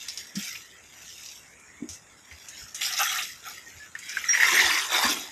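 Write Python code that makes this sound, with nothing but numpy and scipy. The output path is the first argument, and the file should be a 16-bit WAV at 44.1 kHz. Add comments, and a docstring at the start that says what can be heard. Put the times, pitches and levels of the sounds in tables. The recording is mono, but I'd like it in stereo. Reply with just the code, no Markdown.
"""Leaflets crackle and snap, a stalk squeaks and splits, big ears slap: an elephant feeds on palm fronds.
It steps in the heap, drags it and tears a thick stalk under an open shelter.
Fronds are shaped noise, fracture clicks and ringing ribs, driven by gains of its movements.
Snaps and splits are decaying resonant bursts, squeaks gliding sines, soft contacts and thuds low swings.
Roof and wet floor add a short diffuse tail, over a faint outdoor hush of shaped noise."""
import sys
import numpy as np
from scipy import signal
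from scipy.fft import rfft, irfft, next_fast_len
from scipy.io import wavfile
from scipy.ndimage import map_coordinates

SR = 44100
rng = np.random.default_rng(int(sys.argv[2]) if len(sys.argv) > 2 else 0)


def materialize(psi):
    """Save the field psi as 16-bit PCM at rate SR to the path in sys.argv[1].

    A 1-D psi becomes a single channel; in a 2-D psi each row is a channel.
    """
    bounded = np.clip(np.atleast_2d(psi).T, -1, 1)
    quanta = np.round(bounded * 32767).astype(np.int16)
    wavfile.write(sys.argv[1], SR, quanta)


N = 234279


def amp(db):
    """Decibels to gain."""
    return 10 ** (np.asarray(db) / 20)


def unit(x):
    """x at rms 1."""
    return x / np.sqrt(np.mean(x ** 2) + 1e-20)


def along(points, hz):
    """(Hz, value) points interpolated on a log frequency axis."""
    f, v = np.transpose(points)
    return np.interp(np.log(hz + 1), np.log(f + 1), v)


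def wobble(knots_per_s, size=N):
    """Smooth random curve through normally distributed knots."""
    knots = rng.standard_normal(int(size * knots_per_s / SR) + 4)
    return map_coordinates(knots, [np.arange(size) * knots_per_s / SR])


def filtered(x, response):
    """x times a response of frequency in Hz."""
    size = x.shape[-1]
    m = next_fast_len(size + SR // 10)
    return irfft(rfft(x, m) * response(np.fft.rfftfreq(m, 1 / SR)), m)[..., :size]


def resonance(f, hz, width_hz):
    """Causal response of one damped mode, gain 1 at its pitch."""
    return 1j * f * width_hz / (hz * hz - f * f + 1j * f * width_hz)


def spread(pair, side_db):
    """Two unrelated signals as the middle and the side of a stereo image."""
    mid, side = pair[0], amp(side_db) * pair[1]
    return np.array([mid + side, mid - side])


def add(track, start_s, sound):
    """Lay a sound into the track at start_s."""
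    start = max(round(start_s * SR), 0)
    part = track[..., start:start + sound.shape[-1]]
    part += sound[..., :part.shape[-1]]


def fronds(hard_db=-32, dull_hz=8500, left_db=1.18):
    """Leaflets brush when stirred and crackle when forced; fibres sound lower; crushed and dragged heaps add body."""
    # spectra: f/Hz, relative level/dB per Hz
    leaflet_spectrum = [(800, -33), (1800, -17.5), (2600, -0.5), (3600, 2), (4400, -1), (5500, 5),
                        (7000, 0), (9500, -11.5), (11000, -11.5), (12200, -2), (14000, -20)]
    fibre_spectrum = [(600, -26.5), (1050, -37), (1300, -2.5), (1600, -3), (1900, 4.5), (2300, 1),
                      (3000, -11.5), (6000, -49)]
    crush_spectrum = [(60, -19), (520, -20), (770, 5.5), (1000, -19), (1220, 4.5), (1600, -3), (3400, -4.5),
                      (4500, -37), (10000, -31), (12300, -5.5), (14000, -25)]
    heap_spectrum = [(60, -21), (190, -38), (350, -3), (560, -6), (780, 3.5), (1100, 1.5), (1700, -5.5),
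                     (2600, -2), (3700, 1), (5400, -2.5), (7000, -13.5)]
    leaf, fibre, tread, drag = movements()
    forced = leaf ** 2 / (leaf ** 2 + amp(hard_db) ** 2)  # share of the leaflets that break

    brush = crackle(leaflet_spectrum, rate_per_s=330, size_db=2.5, clump_db=2.0,
                    rub=1.0, ping=0.55, side_db=0.8)
    brush = filtered(brush, lambda f: 0.58 + 0.33 / (1 + (f / dull_hz) ** 10))
    brush = np.sqrt(1 - forced) * amp(-2.5) * brush
    breaking = np.sqrt(forced) * amp(-3.1) * crackle(
        leaflet_spectrum, rate_per_s=380, size_db=2.5, clump_db=2.2, rub=0.6, ping=1.0, side_db=0.5)
    fibres = fibre * amp(-4.0) * crackle(
        fibre_spectrum, rate_per_s=900, size_db=0.5, clump_db=1.5, rub=0.65, ping=0.38, side_db=-1.0)
    crush = tread * amp(-1.0) * crackle(
        crush_spectrum, rate_per_s=350, size_db=2.5, clump_db=3.0, rub=0.95, ping=1.2, side_db=-4.5)
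    heap = drag * crackle(
        heap_spectrum, rate_per_s=420, size_db=2.0, clump_db=2.0, rub=0.45, ping=0.8, side_db=-3)

    pan = amp(np.array([[1], [-1]]) * left_db)
    return (leaf * (brush + breaking) + fibres + crush) * pan + heap


def movements(rest_leaf_db=-59.5, rest_fibre_db=-53.5, stir_fall_db_per_s=83.5, heave_fall_db_per_s=119,
              step_rise_s=0.018, step_fall_db_per_s=246, leaflets_db=-14.5, leaflet_growth=0.55,
              shake_s=0.025, heave_fibre_db=-1.5):
    """Drive gains of leaflets, fibres, crushed fronds and heap; one effort drives all that is dragged."""
    # fronds stirred: start t/s, rise/s, hold/s, leaflet drive/dB, fibre drive/dB
    stirs = [(0, 0.00037, 0.2, -41, -53), (0.34, 0.055, 0.062, -33, -41), (0.774, 0.49, 0.024, -40, -60),
             (2.188, 0.42, 0.015, -42.5, -49), (2.746, 0.0024, 0.054, -39, -50),
             (2.808, 0.0049, 0.021, -25.5, -32.5), (2.964, 0.01, 0.17, -27.5, -35.5),
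             (3.11, 0.046, 0.053, -35, -42.5), (3.422, 0.034, 0.054, -39.5, -44.5),
             (3.64, 0.044, 0.13, -48, -48), (3.95, 0.17, 0.24, -37.5, -37), (4.307, 0.11, 0.16, -28, -24.5)]
    # trunk heaving at the heap: start t/s, rise/s, hold/s, effort/dB, heap weight re effort/dB
    heaves = [(4.302, 0.25, 0.099, -25, -2), (4.669, 0.025, 0.085, -25.5, -3.5),
              (4.882, 0.053, 0.047, -27, 0.5), (5.01, 0.016, 0.054, -23.5, -3.5)]
    # foot crushing green fronds: start t/s, hold/s, drive/dB
    steps = [(2.796, 0.23, -41.5), (2.985, 0.017, -24), (3.07, 0.098, -35.5), (3.45, 0.013, -40.5)]
    # the heap never lies quite still
    leaf, fibre, drag = [np.full(N, amp(rest_leaf_db))], [np.full(N, amp(rest_fibre_db))], []
    for start_s, rise_s, hold_s, leaf_db, fibre_db in stirs:
        stir = stroke(start_s, rise_s, hold_s, stir_fall_db_per_s)
        leaf.append(amp(leaf_db) * stir)
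        fibre.append(amp(fibre_db) * stir)
    for start_s, rise_s, hold_s, effort_db, weight_db in heaves:
        pull = amp(effort_db) * stroke(start_s, rise_s, hold_s, heave_fall_db_per_s)
        # even a light pull shakes the leaflets, which shake on after it
        leaf_db = leaflets_db + leaflet_growth * effort_db
        leaf.append(amp(leaf_db) * stroke(start_s, rise_s, hold_s + shake_s, stir_fall_db_per_s))
        fibre.append(amp(heave_fibre_db) * pull)
        drag.append(amp(weight_db) * pull)
    tread = [amp(db) * stroke(start_s, step_rise_s, hold_s, step_fall_db_per_s)
             for start_s, hold_s, db in steps]
    return [together(gains) for gains in (leaf, fibre, tread, drag)]


def stroke(start_s, rise_s, hold_s, fall_db_per_s):
    """Gain of one movement: it builds up, holds and dies away."""
    t = np.arange(N) / SR - start_s
    return np.clip(t / rise_s, 0, 1) * amp(-fall_db_per_s * np.maximum(t - rise_s - hold_s, 0))


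def together(gains):
    """Unrelated rustles add in power."""
    return np.sqrt(np.sum(np.square(gains), axis=0))


def crackle(spectrum, rate_per_s, size_db, clump_db, rub, ping, side_db):
    """Tiny fractures of uneven size in clumps and pinging ribs, over the rubbing of leaf on leaf."""
    happens = rng.random(N) < rate_per_s / SR
    size = amp(size_db * np.minimum(rng.exponential(size=N), 3))
    clicks = happens * size * np.array([rng.choice([-1, 1], N), rng.standard_normal(N)])
    clumps = amp(clump_db * wobble(110))
    rubbing = rub * rng.standard_normal((2, N))
    pair = (unit(clicks) + rubbing) * clumps + ping * pings()
    pair = shifting(pair, depth_db=5.0, span_hz=85, life_s=0.024)
    return spread(unit(filtered(pair, lambda f: amp(along(spectrum, f)))), side_db)


def pings(rate_per_s=480, low_hz=800, high_hz=13000, ring_cycles=7, size_range_db=8):
    """Small ribs give way one by one, each ringing briefly at a pitch of its own."""
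    draws = rng.random((round(rate_per_s * N / SR), 5))
    when, place, size, phase_mid, phase_side = draws.T[..., None]
    hz = low_hz * (high_hz / low_hz) ** place
    k = np.arange(SR // 100)
    cycles = hz * k / SR
    fade = hz * amp(size_range_db * size) * np.exp(-cycles / ring_cycles)  # level rises with pitch
    at = ((when * N).astype(int) + k).ravel()
    pair = []
    for phase in (phase_mid, phase_side):
        rings = fade * np.sin(2 * np.pi * (cycles + phase))
        pair.append(np.bincount(at, rings.ravel(), N)[:N])
    return unit(np.array(pair))


def shifting(pair, depth_db, span_hz, life_s):
    """Changing resonances: random patches of gain in pitch and time, shared by both signals."""
    z = signal.stft(pair, nperseg=1024)[2]
    steps = np.arange(-12, 13)
    across = np.exp(-0.5 * (steps * SR / 1024 / span_hz) ** 2)
    during = np.exp(-0.5 * (steps * 512 / SR / life_s) ** 2)
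    field = signal.fftconvolve(rng.standard_normal(z.shape[1:]), np.outer(across, during), "same")
    gain = amp(depth_db * np.minimum(unit(field), 1.8))
    return signal.istft(z * gain, nperseg=1024)[1][:, :N]


def snaps(rise_s=0.0024, settle_db=-17, settle_t60_s=0.22, width=0.19, side_db=-1.5):
    """A dry rib breaks in a sharp, ragged run of tiny fractures, and the leaflets on it shiver on."""
    # t/s, level before a common -9.5 dB trim/dB, f/Hz, t60 of the break/s
    rib_breaks = [(0.083, -11.5, 5120, 0.032), (.173, -14.5, 5300, 0.034), (.354, -15.5, 5560, 0.053),
                  (.5515, -17.5, 2450, 0.024), (1.091, -20.5, 4940, 0.0083), (1.597, -37, 7620, 0.029),
                  (1.8887, -11.5, 6200, 0.012), (1.906, -33, 6060, .1), (1.928, -30, 6250, 0.16),
                  (2.3105, -29, 2050, 0.037), (2.485, -20, 6700, 0.03), (2.745, -18.5, 6540, 0.06),
                  (2.815, -12.5, 3350, 0.035), (2.833, -21, 3530, 0.023), (2.923, -9, 5440, 0.019),
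                  (2.935, -11, 5000, 0.021), (2.985, -14, 5940, 0.1), (3.009, -14.5, 1326, 0.041),
                  (3.031, -5, 5700, 0.019), (3.168, -21, 5630, 0.022), (3.187, -6, 2680, 0.013),
                  (3.222, -17.5, 5400, 0.064), (3.988, -23, 6800, 0.023), (4.0926, -11.5, 5600, 0.019),
                  (4.528, -9.5, 3550, 0.036), (4.592, -13.5, 4400, 0.39), (4.705, -10, 2280, 0.046),
                  (4.913, -18, 2480, 0.035), (5.025, -21, 3480, 0.06), (5.037, -7.5, 1720, 0.03),
                  (5.094, -10.5, 5330, 0.066)]
    out, t = np.zeros((2, N)), np.arange(SR // 2) / SR
    for start_s, db, hz, t60_s in rib_breaks:
        shiver = amp(settle_db - 60 * t / settle_t60_s)
        fade = (amp(-60 * t / t60_s) + shiver) * (1 - np.exp(-t / rise_s))
        fractures = rng.standard_normal((2, len(t))) * amp(4 * np.tanh(wobble(700, len(t))))
        tone = lambda f: resonance(f, hz, width * hz) * resonance(f, 2000, 4700)
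        add(out, start_s, amp(db - 9.5) * spread(unit(filtered(fractures, tone)) * fade, side_db))
    return out


def splits(swell_s=0.0014, tear_db=-6.0, tear_t60_s=0.069, crack_db=-15, crack_t60_s=0.026, apart_rad=0.093):
    """Each bursting fibre cracks and knocks the hollow stalk, which rings a few cycles and tears on raggedly."""
    # t/s, level of the ring/dB, f/Hz
    fibre_bursts = [(3.952, -24, 1800), (4.170, -17, 1590), (4.241, -22.5, 2020), (4.292, -17.5, 1830),
                    (4.332, -16, 2170), (4.336, -22, 1950), (4.343, -17, 1830), (4.350, -12.5, 1940),
                    (4.3737, -14, 1870), (4.401, -12.5, 1770), (4.423, -10, 1930), (4.432, -8, 1815),
                    (4.4376, -16, 1860), (4.451, -19, 1880), (4.484, -12.5, 1810), (4.589, -10.5, 2140),
                    (4.598, -10, 1850), (4.609, -17, 2010), (4.643, -12.5, 1880)]
    out, t = np.zeros((2, N)), np.arange(SR // 10) / SR
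    knock = t / swell_s * np.exp(1 - t / swell_s)
    sides = np.array([[1], [-1]])
    for start_s, db, hz in fibre_bursts:
        # the ring is out of step between the channels
        ring = knock * np.sin(2 * np.pi * (hz * t + rng.random()) + apart_rad * sides)
        noise = rng.standard_normal((2, len(t)))
        tear = unit(filtered(noise, lambda f: resonance(f, hz, 0.5 * hz) ** 2))
        tear *= amp(tear_db - 60 * t / tear_t60_s) * (1 - np.exp(-t / (2 * swell_s)))
        noise = rng.standard_normal((2, len(t)))
        crack = unit(filtered(noise, lambda f: resonance(f, 3300, 4800) ** 2))
        crack *= amp(crack_db - 60 * t / crack_t60_s)
        add(out, start_s, amp(db) * (ring + tear + crack))
    return out


def squeaks(glide_per_s=0.12, rise_s=0.0039, waver=0.0048, flutter_db=1.0, left_db=5.3):
    """Smooth stalk skin sticks and slips in short, nearly pure squeals that glide up by a share of the pitch."""
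    # t/s, level before panning/dB, starting f/Hz, hold/s, t60/s
    squeals = [(3.147, -20, 5450, 0.0017, 0.012), (3.662, -43, 1860, 0.012, .1),
               (3.796, -46, 1712, .04, 0.09), (4.285, -18, 5650, 0.03, 0.16)]
    out, t = np.zeros(N), np.arange(SR // 6) / SR
    for start_s, db, hz, hold_s, t60_s in squeals:
        pitch_hz = hz * (1 + glide_per_s * t + waver * wobble(237, len(t)))
        level_db = db - 60 * np.maximum(t - hold_s, 0) / t60_s + flutter_db * wobble(177, len(t))
        squeal = np.sin(2 * np.pi * np.cumsum(pitch_hz) / SR)
        add(out, start_s, amp(level_db) * (1 - np.exp(-t / rise_s)) * squeal)
    return out * amp(np.array([[1], [-1]]) * left_db)


def body(lead_s=0.022, flutter_db=-21):
    """Low soft contacts: ear slaps, the hollow knock of a step, the low body of the dragged heap; weight thuds."""
    # t/s, peak level/dB, f/Hz, t60/s
    soft_contacts = [(0.364, -24.5, 199, 0.088), (1.822, -24, 264, 0.023), (1.837, -34.5, 327, 0.047),
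                     (3.005, -26, 810, 0.061), (4.52, -29, 338.5, 0.64), (5.044, -26.5, 246.7, 0.099),
                     (5.089, -30, 287.4, 0.49)]
    # dull thuds of shifting weight: t/s, peak level/dB
    weight_thuds = [(1.887, -43.5), (2.313, -47.5), (2.613, -48), (3.751, -47), (4.638, -43), (5.041, -44)]
    out = np.zeros(N)
    for start_s, db, hz, t60_s in soft_contacts:
        add(out, start_s - lead_s, amp(db + flutter_db) * lead_in(hz, lead_s))
        # the longer the decay, the noisier the swing
        add(out, start_s, amp(db) * thump(hz, t60_s, rise_s=0.0074, noise=3.6 * t60_s))
    for start_s, db in weight_thuds:
        add(out, start_s, amp(db) * thump(hz=78.3, t60_s=0.13, rise_s=0.0066, noise=3.9))
    return out


def thump(hz, t60_s, rise_s, noise):
    """A soft contact: a low swing that swells and dies, with noise around its pitch, at peak 1."""
    t = np.arange(SR // 2) / SR
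    loose = unit(filtered(rng.standard_normal(len(t)), lambda f: resonance(f, hz, 0.48 * hz) ** 2))
    fade = amp(-60 * t / t60_s) * (1 - np.exp(-t / rise_s)) ** 2
    swing = (np.sin(2 * np.pi * hz * t) + noise * loose) * fade
    return swing / np.abs(swing).max()


def lead_in(hz, lead_s):
    """Low fluttering noise swells ahead of a contact and dies away after it."""
    t = np.arange(SR // 5) / SR
    flutter = unit(filtered(rng.standard_normal(len(t)), lambda f: resonance(f, hz, 0.4 * hz) ** 2))
    return flutter * t / lead_s * np.exp(1 - t / lead_s)


def shelter(x, delay_s=0.006):
    """Roof and floor send back a short diffuse tail: noise decaying at a rate set by frequency."""
    # f/Hz, t60/s
    tail_t60 = [(150, 0.13), (4000, 0.088), (13000, 0.13)]
    hz, t, z = signal.stft(rng.standard_normal((2, SR // 2)), SR, nperseg=256)
    fade = amp(-60 * t / along(tail_t60, hz)[:, None])
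    tail = signal.istft(z * fade, SR, nperseg=256)[1]
    late = np.pad(x, ((0, 0), (round(delay_s * SR), 0)))
    return signal.fftconvolve(late, tail / np.linalg.norm(tail[0]), axes=1)[:, :N]


def hush(level_db=-57):
    """Distant trees and air: shaped noise, gently wavering."""
    # f/Hz, relative level/dB per Hz
    air_spectrum = [(25, -25), (65, 2), (130, -1), (300, -2.5), (600, -5.5), (1150, -6.5), (1900, -14),
                    (4000, -69), (6700, -1.5), (14000, -36)]
    gusts = shifting(rng.standard_normal((2, N)), depth_db=2.0, span_hz=121, life_s=0.025)
    air = unit(filtered(gusts, lambda f: amp(along(air_spectrum, f))))
    return amp(level_db + 0.35 * wobble(4.97)) * spread(air, side_db=-8.0)


def scene():
    """The feeding animal under its roof."""
    leaves = fronds() + snaps()
    stalk = splits() + squeaks()
    contacts = body()
    echo = shelter(amp(-6.0) * leaves + amp(-7.0) * stalk + amp(-13.0) * contacts)
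    return leaves + stalk + contacts + echo + hush()


def record(dry, notch_hz=4420, notch_width_hz=520, ceiling=0.72, top_hz=13450):
    """A narrow dip in the treble; high peaks are rounded off and the band ends steeply."""
    coloured = filtered(dry, lambda f: 1 - 0.68 * resonance(f, notch_hz, notch_width_hz))
    rounded = coloured / (1 + (coloured / ceiling) ** 4) ** 0.25
    return filtered(rounded, lambda f: 1 / np.sqrt(1 + (f / top_hz) ** 120))


dry = scene()
out = record(dry)
materialize(out)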